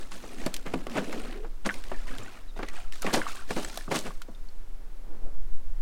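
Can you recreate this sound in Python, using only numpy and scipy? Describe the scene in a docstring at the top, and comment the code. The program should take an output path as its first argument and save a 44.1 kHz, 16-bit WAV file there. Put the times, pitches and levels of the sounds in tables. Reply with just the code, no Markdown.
"""Treading slushy ice in a tub.

Outdoors in deep snow, close on a plastic water tub: a boot crushes the ice in bursts of tiny fractures.
Plates knock and snap; water slops, bubbles and fizzes between them. A bird peeps far off, and a soft
step in the snow comes last. Air sways against the carried microphone; the snow swallows all far echo."""
import sys
import numpy as np
from scipy import signal
from scipy.fft import rfft, irfft, next_fast_len
from scipy.io import wavfile
from scipy.ndimage import uniform_filter1d

SR = 44100
rng = np.random.default_rng(int(sys.argv[2]) if len(sys.argv) > 2 else 0)


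def master(y):
    """Save y as 16-bit WAV."""
    cut = np.clip(np.atleast_2d(y).T, -1, 1)
    pcm = np.round(cut * 32767)  # scale
    wavfile.write(sys.argv[1], SR, pcm.astype(np.int16))


N = 256616
TIME = np.arange(N) / SR
EDGE_HZ = 16300  # top of the recorder's band


def gain_of(db):
    """Decibels to amplitude."""
    return 10 ** (np.asarray(db) / 20)


def unit_rms(x):
    """Scales to rms 1."""
    return x / np.sqrt(np.mean(x ** 2) + 1e-20)


def add(mix, start_s, sound):
    """Adds a sound to the mix in place."""
    part = mix[max(round(start_s * SR), 0):][:len(sound)]
    part += sound[:len(part)]


def coloured(x, points):
    """Filters x by a curve of (Hz, dB) points that falls away beyond both ends; rms 1."""
    point_hz, db = np.transpose(points)
    size = next_fast_len(len(x))
    hz = np.maximum(np.fft.rfftfreq(size, 1 / SR), .1)
    curve = gain_of(np.interp(np.log(hz), np.log(point_hz), db))
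    skirts = np.minimum(point_hz[-1] / hz, 1) ** 2 * np.minimum(hz / point_hz[0], 1) ** 2
    return unit_rms(irfft(rfft(x, size) * curve * skirts, size)[:len(x)])


def band(x, lo_hz, hi_hz, order=2):
    """Causal band-pass."""
    return signal.sosfilt(signal.butter(order, [lo_hz, hi_hz], "band", fs=SR, output="sos"), x)


def ring(hz, decay_s, glide=0):
    """A dying sine whose pitch rises by the share `glide` per decay time."""
    t = np.arange(int(7 * decay_s * SR) + 2) / SR
    tone = np.sin(2 * np.pi * hz * t * (1 + glide * t / decay_s / 2))
    return tone * np.exp(-t / decay_s) * (1 - np.exp(-2 * t * hz))


def grains(lo_hz, hi_hz, per_s, cycles, spread_db, glide=0, pitches=32):
    """A rain of small rings of many pitches and sizes, each decaying to 1/e in `cycles` swings; rms 1."""
    out = np.zeros(N)
    per_pitch = int(per_s * N / SR / pitches) + 1
    for hz in np.geomspace(lo_hz, hi_hz, pitches):
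        when, strength, polarity = np.random.default_rng(rng.integers(2 ** 31)).random((per_pitch, 3)).T
        size = gain_of(spread_db * np.minimum(-np.log(1 - strength), 3.5)) * np.sign(polarity - .5)
        grain = unit_rms(ring(hz, cycles / hz, glide)) * hz
        at = (when[:, None] * N).astype(int) + np.arange(len(grain))
        out += np.bincount(at.ravel(), (size[:, None] * grain).ravel(), N)[:N]
    return unit_rms(out)


def winter_air(air_db=-58.7, sway_db=-28, walking_db=7):
    """Still air, and its very deep sway against the carried microphone, stronger once walking."""
    # Spectra of the still air and of the sway. Each row: frequency in Hz, relative level in dB.
    air_spectrum = [(120, -4), (280, -1.5), (600, -7), (1400, -12), (3000, -19), (8000, -24), (15000, -27)]
    sway_spectrum = [(3.5, 5), (9, -23.5), (22, -8), (30, -45.5), (45, -33), (110, -51)]
    air_noise, sway_noise = rng.standard_normal((2, N))
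    walking = np.interp(TIME, [5, 5.3], [0, 1])
    sway = gain_of(sway_db + walking_db * walking) * coloured(sway_noise, sway_spectrum)
    return gain_of(air_db) * coloured(air_noise, air_spectrum) + sway


def stirring(attack_s=0.0211, settle_db_per_s=129.5, jostle_db=-78):
    """Envelopes of bubbling, slop and fizz: each stroke swells, holds while the boot moves, settles."""
    # The boot drags through the slush; deep strokes slop water, shallow ones rustle crystals.
    # Each row: start in seconds, length in seconds, envelope level in dB, slop and fizz offsets in dB.
    strokes = [(-0.03, 0.036, -51, 2, -8), (0.121, 0.0407, -51, 2, -7), (0.204, 0.147, -53.5, 4.5, -9.5),
               (0.366, 0.097, -48, 4, -11.5), (0.512, 0.086, -56, 2, -9.5), (0.64, 0.171, -53.5, 4.5, -11),
               (0.89, 0.3218, -47, 7, -13), (1.23, 0.1095, -49.5, 3, -16), (1.649, 0.118, -52, 0.5, -7),
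               (1.834, 0.199, -55, 0.5, -10), (2.054, 0.1638, -49, 0.5, -13),
               (2.233, 0.1375, -53.5, -10, -14.5), (2.551, 0.1646, -53, -1.5, -14.5),
               (2.726, 0.0583, -49, -22, -12), (2.916, 0.033, -53.5, -15, -4),
               (3.009, 0.2094, -42.5, -5, -13), (3.261, 0.0423, -44.5, -14.5, -8),
               (3.336, 0.0423, -50.5, -8, -8.5), (3.474, 0.164, -49.5, 3, -4),
               (3.656, 0.1453, -54, -6, -2.5), (3.895, 0.09, -51, -6, 0), (4.029, 0.073, -57, 2, -9)]
    power = gain_of(jostle_db) ** 2 * np.ones((3, N))  # floating ice jostles faintly between strokes
    for start_s, length_s, db, slop_db, fizz_db in strokes:
        t = TIME - start_s
        stroke = np.clip(t / attack_s, 0, 1) * gain_of(-settle_db_per_s * np.maximum(t - length_s, 0))
        power += (gain_of(db + np.array([[0], [slop_db], [fizz_db]])) * stroke) ** 2
    return np.sqrt(power)


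def slush(clump_db=3.3, bubble_db=-3, fizz_db=6, gurgle_db=-1, tick_db=-4, ping_db=-4):
    """Stirred slush: big pockets slop, small bubbles ring and gurgle, the tiniest ping, crystals fizz."""
    # Spectra of slop, bubbles and crystals. Each row: frequency in Hz, relative level in dB.
    slop_spectrum = [(130, -7), (240, 6), (420, 0.5), (700, -6), (1200, -8.5)]
    bubble_spectrum = [(500, 11), (900, -3.5), (1500, -3.5), (3000, -5.5), (5000, -18)]
    fizz_spectrum = [(2200, -10), (3800, -3.5), (9000, -9), (11500, -15.5), (16000, -19.5)]
    bubbling, slopping, fizzing = stirring()
    # bubbles and fizz come in uneven clumps
    clumps = gain_of(clump_db * coloured(rng.standard_normal(N), [(15, -6.5), (70, -1.5)]))
    slop = coloured(grains(154.95, 788.4, per_s=600, cycles=3.03, spread_db=3), slop_spectrum)
    small_pockets = grains(690, 5000, per_s=4000, cycles=5, spread_db=2.3)
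    bubbles = gain_of(bubble_db) * coloured(small_pockets, bubble_spectrum)
    crystals = grains(2240, 16800, per_s=10000, cycles=3, spread_db=3.1)
    fizz = gain_of(fizz_db) * coloured(crystals, fizz_spectrum)
    gurgles = grains(850, 2800, per_s=220, cycles=9, spread_db=2.5, glide=.015)
    lifted = np.minimum(bubbling / slopping, 1)  # water runs off the boot most when it is out of the deep
    runoff = gain_of(gurgle_db) * unit_rms(band(gurgles, 1010, 1710, order=1)) * lifted
    pings = grains(4200, 10000, per_s=70, cycles=18, spread_db=3)
    ticks = grains(3000, 9000, per_s=60, cycles=1, spread_db=3)
    sparkle = gain_of(tick_db) * ticks + gain_of(ping_db) * pings + np.sqrt(clumps) * fizz
    settling = np.interp(TIME, [4.5, 4.8], [1, 0])
    return (slop * slopping + (runoff + clumps * bubbles) * bubbling + sparkle * fizzing) * settling


def crunches(bass_hold=1.366):
    """Swarms of tiny fractures swell and die under the boot; the water's bass lasts longest."""
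    # The boot's pushes on the ice. Each row: peak time, rise and fall time constant in seconds,
    # mid-band level in dB, treble and bass against that level in dB.
    pushes = [(0.122, 0.0083, 0.0128, -43.5, -2, -9), (0.465, 0.00213, 0.00835, -32.5, -10, 5),
              (0.668, 0.0093, 0.0198, -40, -30.5, 4.5), (0.74, 0.00313, 0.0048, -30, -10, 5.5),
              (0.982, 0.028, 0.0167, -32, -12.5, 5), (1.13, 0.00207, 0.0193, -38.5, -13, -2.5),
              (1.665, 0.01037, 0.00815, -30, -5.5, -3.5), (2.633, 0.0042, 0.0064, -32, -21.5, 1),
              (3.067, 0.0013, 0.0221, -31, -14, 0), (3.139, 0.00643, 0.0236, -27.5, 0, 4.5),
              (3.507, 0.00167, 0.0095, -32, -5, 4.5), (3.567, 0.0045, 0.034, -35.5, -8, 2),
              (3.919, 0.0078, 0.033, -31.5, -8.5, 3), (3.965, 0.0237, 0.0142, -32.5, -3, 0.5),
              (4.068, 0.0198, 0.01535, -39, -10, 3.5)]
    # Spectrum of crushed ice. 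Each row: frequency in Hz, relative level in dB.
    crush_spectrum = [(59, -39), (100, -18.5), (189, -9), (406, -13.5), (750, -13.5), (1280, -11.5),
                      (1700, -13.5), (8110, -26.5), (8830, -25.5), (16000, -43.5)]
    swarm = grains(130.8, 15310, per_s=6000, cycles=0.938, spread_db=2, pitches=48)
    fractures = coloured(swarm, crush_spectrum)
    edges_hz = [(100, 655), (800, 2945), (3600, EDGE_HZ)]
    bass, mid, treble = (unit_rms(band(fractures, lo, hi, order=3)) for lo, hi in edges_hz)
    power = np.zeros((3, N))
    for peak_s, rise_s, fall_s, db, treble_db, bass_db in pushes:
        t = np.arange(-2 * rise_s, 8 * fall_s, 1 / SR)
        for band_power, hold, band_db in zip(power, [bass_hold, 1, 1], [bass_db, 0, treble_db]):
            push = np.exp(-np.where(t < 0, (t / rise_s) ** 2, t / (fall_s * hold)))
            add(band_power, peak_s + t[0], (gain_of(db + band_db) * push) ** 2)
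    return (np.sqrt(power) * [bass, mid, treble]).sum(0)


def tub_echoes(x, wet_db=-15, decay_s=.011):
    """The tub's wall and the leg scatter a few very short echoes, added to the direct sound."""
    t = np.arange(SR // 10) / SR
    taps = rng.standard_normal(len(t)) * (rng.random(len(t)) < .05)
    taps *= (t > .002) * np.exp(-t / decay_s)
    return x + gain_of(wet_db) * signal.oaconvolve(x, taps / np.linalg.norm(taps))[:N]


def knocks(sweep=2.08, sweep_s=0.003484, plate_cycles=4.35, attack_s=0.000253, tub_db=-16):
    """Bending waves cross a plate treble first, so knocks fall in pitch; water slaps, the tub rings."""
    # Ice plates hit each other and the tub. Each row: start in seconds, level in dB, final pitch in Hz.
    hits = [(0.239, -35.5, 297), (0.4624, -29, 188.3), (0.739, -25, 173.9), (0.867, -29, 241.8),
            (0.973, -27.5, 193.7), (1.446, -34, 318.6), (1.663, -25, 196.1), (1.916, -25.5, 339.5),
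            (2.186, -39, 99.1), (2.564, -37.5, 330), (2.591, -28.5, 337.3), (2.601, -33.5, 381),
            (3.046, -23.5, 242.5), (3.142, -22.5, 372.9), (3.171, -20, 295.7), (3.511, -30, 288),
            (3.567, -25, 232), (3.88, -31, 120.2), (4.285, -40, 202)]
    # Modes of the filled tub, detuned at random for each knock.
    # Each row: nominal frequency in Hz, relative level in dB, seconds to fall by 60 dB.
    tub_modes = [(188, -6, .09), (256, 0, .14), (395, -3, .15)]
    out, t = np.zeros(N), np.arange(SR // 4) / SR
    for start_s, db, hz in hits:
        turns = np.cumsum(hz * (1 + sweep * np.exp(-t / sweep_s))) / SR
        plate = np.sin(2 * np.pi * turns)
        slap = unit_rms(band(rng.standard_normal(len(t)), hz * .7, hz * 3.5))
        # water damps every plate within the same few swings, so big low plates ring longest
        blow = (.7 * plate + .45 * slap) * np.exp(-t * hz / plate_cycles)
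        tub = sum(gain_of(mode_db - 60 * t / t60)
                  * np.sin(2 * np.pi * mode_hz * rng.uniform(0.7965, 1.0276) * t)
                  for mode_hz, mode_db, t60 in tub_modes)
        add(out, start_s, gain_of(db) * (blow + gain_of(tub_db) * tub) * (1 - np.exp(-t / attack_s)))
    return out


def snaps(trim_db=-3, open_s=0.00116, crack_s=.0018, crumble_db=-18, crumble_s=0.0092):
    """A crack runs through thin ice in a millisecond or two, and crumbs follow it."""
    # Brittle cracks. Each row: start in seconds, level before the trim in dB, nominal pitch in Hz.
    cracks = [(0.462, -26, 5670), (0.5408, -23, 5100), (0.5637, -28, 3880), (0.6644, -35, 1950),
              (0.6719, -42, 2070), (0.8678, -33.5, 2360), (0.897, -37, 2160), (1.127, -30, 2230),
              (1.741, -32.5, 3400), (1.838, -36, 2380), (2.183, -32.5, 3380), (2.6855, -32, 1930),
              (2.9233, -33.5, 2860), (3.02, -27, 7600), (3.064, -30, 2010), (3.6476, -27.5, 2300),
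              (3.7735, -26.5, 5100), (3.989, -27, 5400), (3.958, -24.5, 4000), (4.218, -34.5, 4000)]
    out, t = np.zeros(N), np.arange(SR // 16) / SR
    dying = np.exp(-t / crack_s) + gain_of(crumble_db) * np.exp(-t / crumble_s)
    envelope = np.minimum(t / open_s, 1) * dying
    for start_s, db, hz in cracks:
        crack = band(rng.laplace(size=len(t)) * envelope, hz * .5, hz * 1.335, order=1)
        add(out, start_s, gain_of(db + trim_db) * crack / np.linalg.norm(crack) * np.sqrt(crack_s * SR))
    return out


def plops(spatter_db=-14, swell_cycles=1.02):
    """Air pockets swell over their first swings, ring briefly at the surface, and spatter as they burst."""
    # Trapped air breaks out.
    # Each row: start in seconds, level in dB, pitch in Hz, decay time constant in seconds.
    pockets = [(0.742, -22.5, 261.7, 0.0196), (1.691, -15, 1903, 0.00158), (1.697, -16, 1638, 0.00187),
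               (1.706, -26, 1517, 0.0071), (1.944, -36, 1787, 0.0054), (2.233, -39.5, 7320, 0.0025),
               (2.683, -36, 1950, 0.0078), (2.782, -42, 727, 0.02), (2.934, -39, 1820, .004),
               (3.027, -25.5, 1358, 0.00186), (3.066, -15.5, 1854, 0.00149), (3.107, -33.5, 1653, 0.0097),
               (3.2165, -18.5, 1602, 0.00216), (3.266, -20, 1142, 0.0032), (3.507, -21, 716, 0.00375),
               (3.647, -27.5, 7710, 0.00185), (3.774, -22, 683, 0.00196), (3.879, -26, 1237, 0.00172),
               (3.809, -35, 1758, 0.00326), (4.106, -31.5, 1084, 0.0028), (4.217, -35, 1384, 0.00325),
               (4.349, -47, 3617, 0.0037), (4.487, -47, 4367, 0.0038)]
    out = np.zeros(N)
    for start_s, db, hz, decay_s in pockets:
        pocket = ring(hz, decay_s)
        t = np.arange(len(pocket)) / SR
        spatter = unit_rms(band(rng.standard_normal(len(t)), hz * 0.686, hz * 1.34))
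        spatter *= gain_of(spatter_db) * np.exp(-t / decay_s / 2)
        swell = np.minimum(t * hz / swell_cycles, 1)
        add(out, start_s, gain_of(db) * (pocket + spatter) * swell)
    return out


def refill(start_s=1.3, length_s=0.19, db=-45.5, low_hz=342.7, high_hz=469.6, width_hz=80):
    """Water runs back into the hole that the boot leaves, and the hollow rings higher as it fills."""
    hz = np.linspace(low_hz, high_hz, int(length_s * SR))
    lowpass = signal.butter(2, width_hz / 2, fs=SR, output="sos")
    flow = signal.sosfilt(lowpass, rng.standard_normal((2, len(hz))))
    rising_tone = np.exp(2j * np.pi * np.cumsum(hz) / SR)
    hollow = unit_rms(((flow[0] + 1j * flow[1]) * rising_tone).real)  # narrow noise around the pitch
    out = np.zeros(N)
    add(out, start_s, gain_of(db) * hollow * signal.windows.tukey(len(hz)))
    return out


def bird(waver=0.018):
    """Thin, slightly rough whistles from far off."""
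    # The peeps. Each row: start and length in seconds, first and last pitch in Hz, level in dB.
    peeps = [(2.474, 0.046, 4050, 3600, -57), (2.551, 0.04, 3780, 3520, -58)]
    out = np.zeros(N)
    for start_s, length_s, start_hz, end_hz, db in peeps:
        hz = np.linspace(start_hz, end_hz, int(length_s * SR))
        hz *= 1 + waver * unit_rms(uniform_filter1d(rng.standard_normal(len(hz)), size=80))
        whistle = np.sin(2 * np.pi * np.cumsum(hz) / SR)
        add(out, start_s, gain_of(db) * whistle * signal.windows.tukey(len(hz), .6))
    return out


def snow_step(start_s=5.11, end_s=5.28, db=-52.5, fade_db_per_s=119):
    """Soft snow packs under the boot in muffled little slips as the weight comes on and goes off."""
    slips = grains(140, 2200, per_s=1000, cycles=0.9, spread_db=1.5)
    muffled = unit_rms(band(slips, 140, 600))
    away_s = abs(TIME - np.clip(TIME, start_s, end_s))  # time before or after the full weight
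    return muffled * gain_of(db - fade_db_per_s * away_s)


def scene():
    """The tub, the step, the far bird and the air, all at one microphone."""
    water = slush() + refill()
    breaking_ice = tub_echoes(crunches() + knocks() + snaps() + plops())
    return (water + breaking_ice + snow_step() + bird() + winter_air())[None]


def record(dry):
    """The recorder cuts the top treble steeply."""
    lowpass = signal.firwin(511, EDGE_HZ, window=("kaiser", 9), fs=SR)
    return signal.oaconvolve(dry, lowpass[None], "same")


dry = scene()
out = record(dry)
master(out)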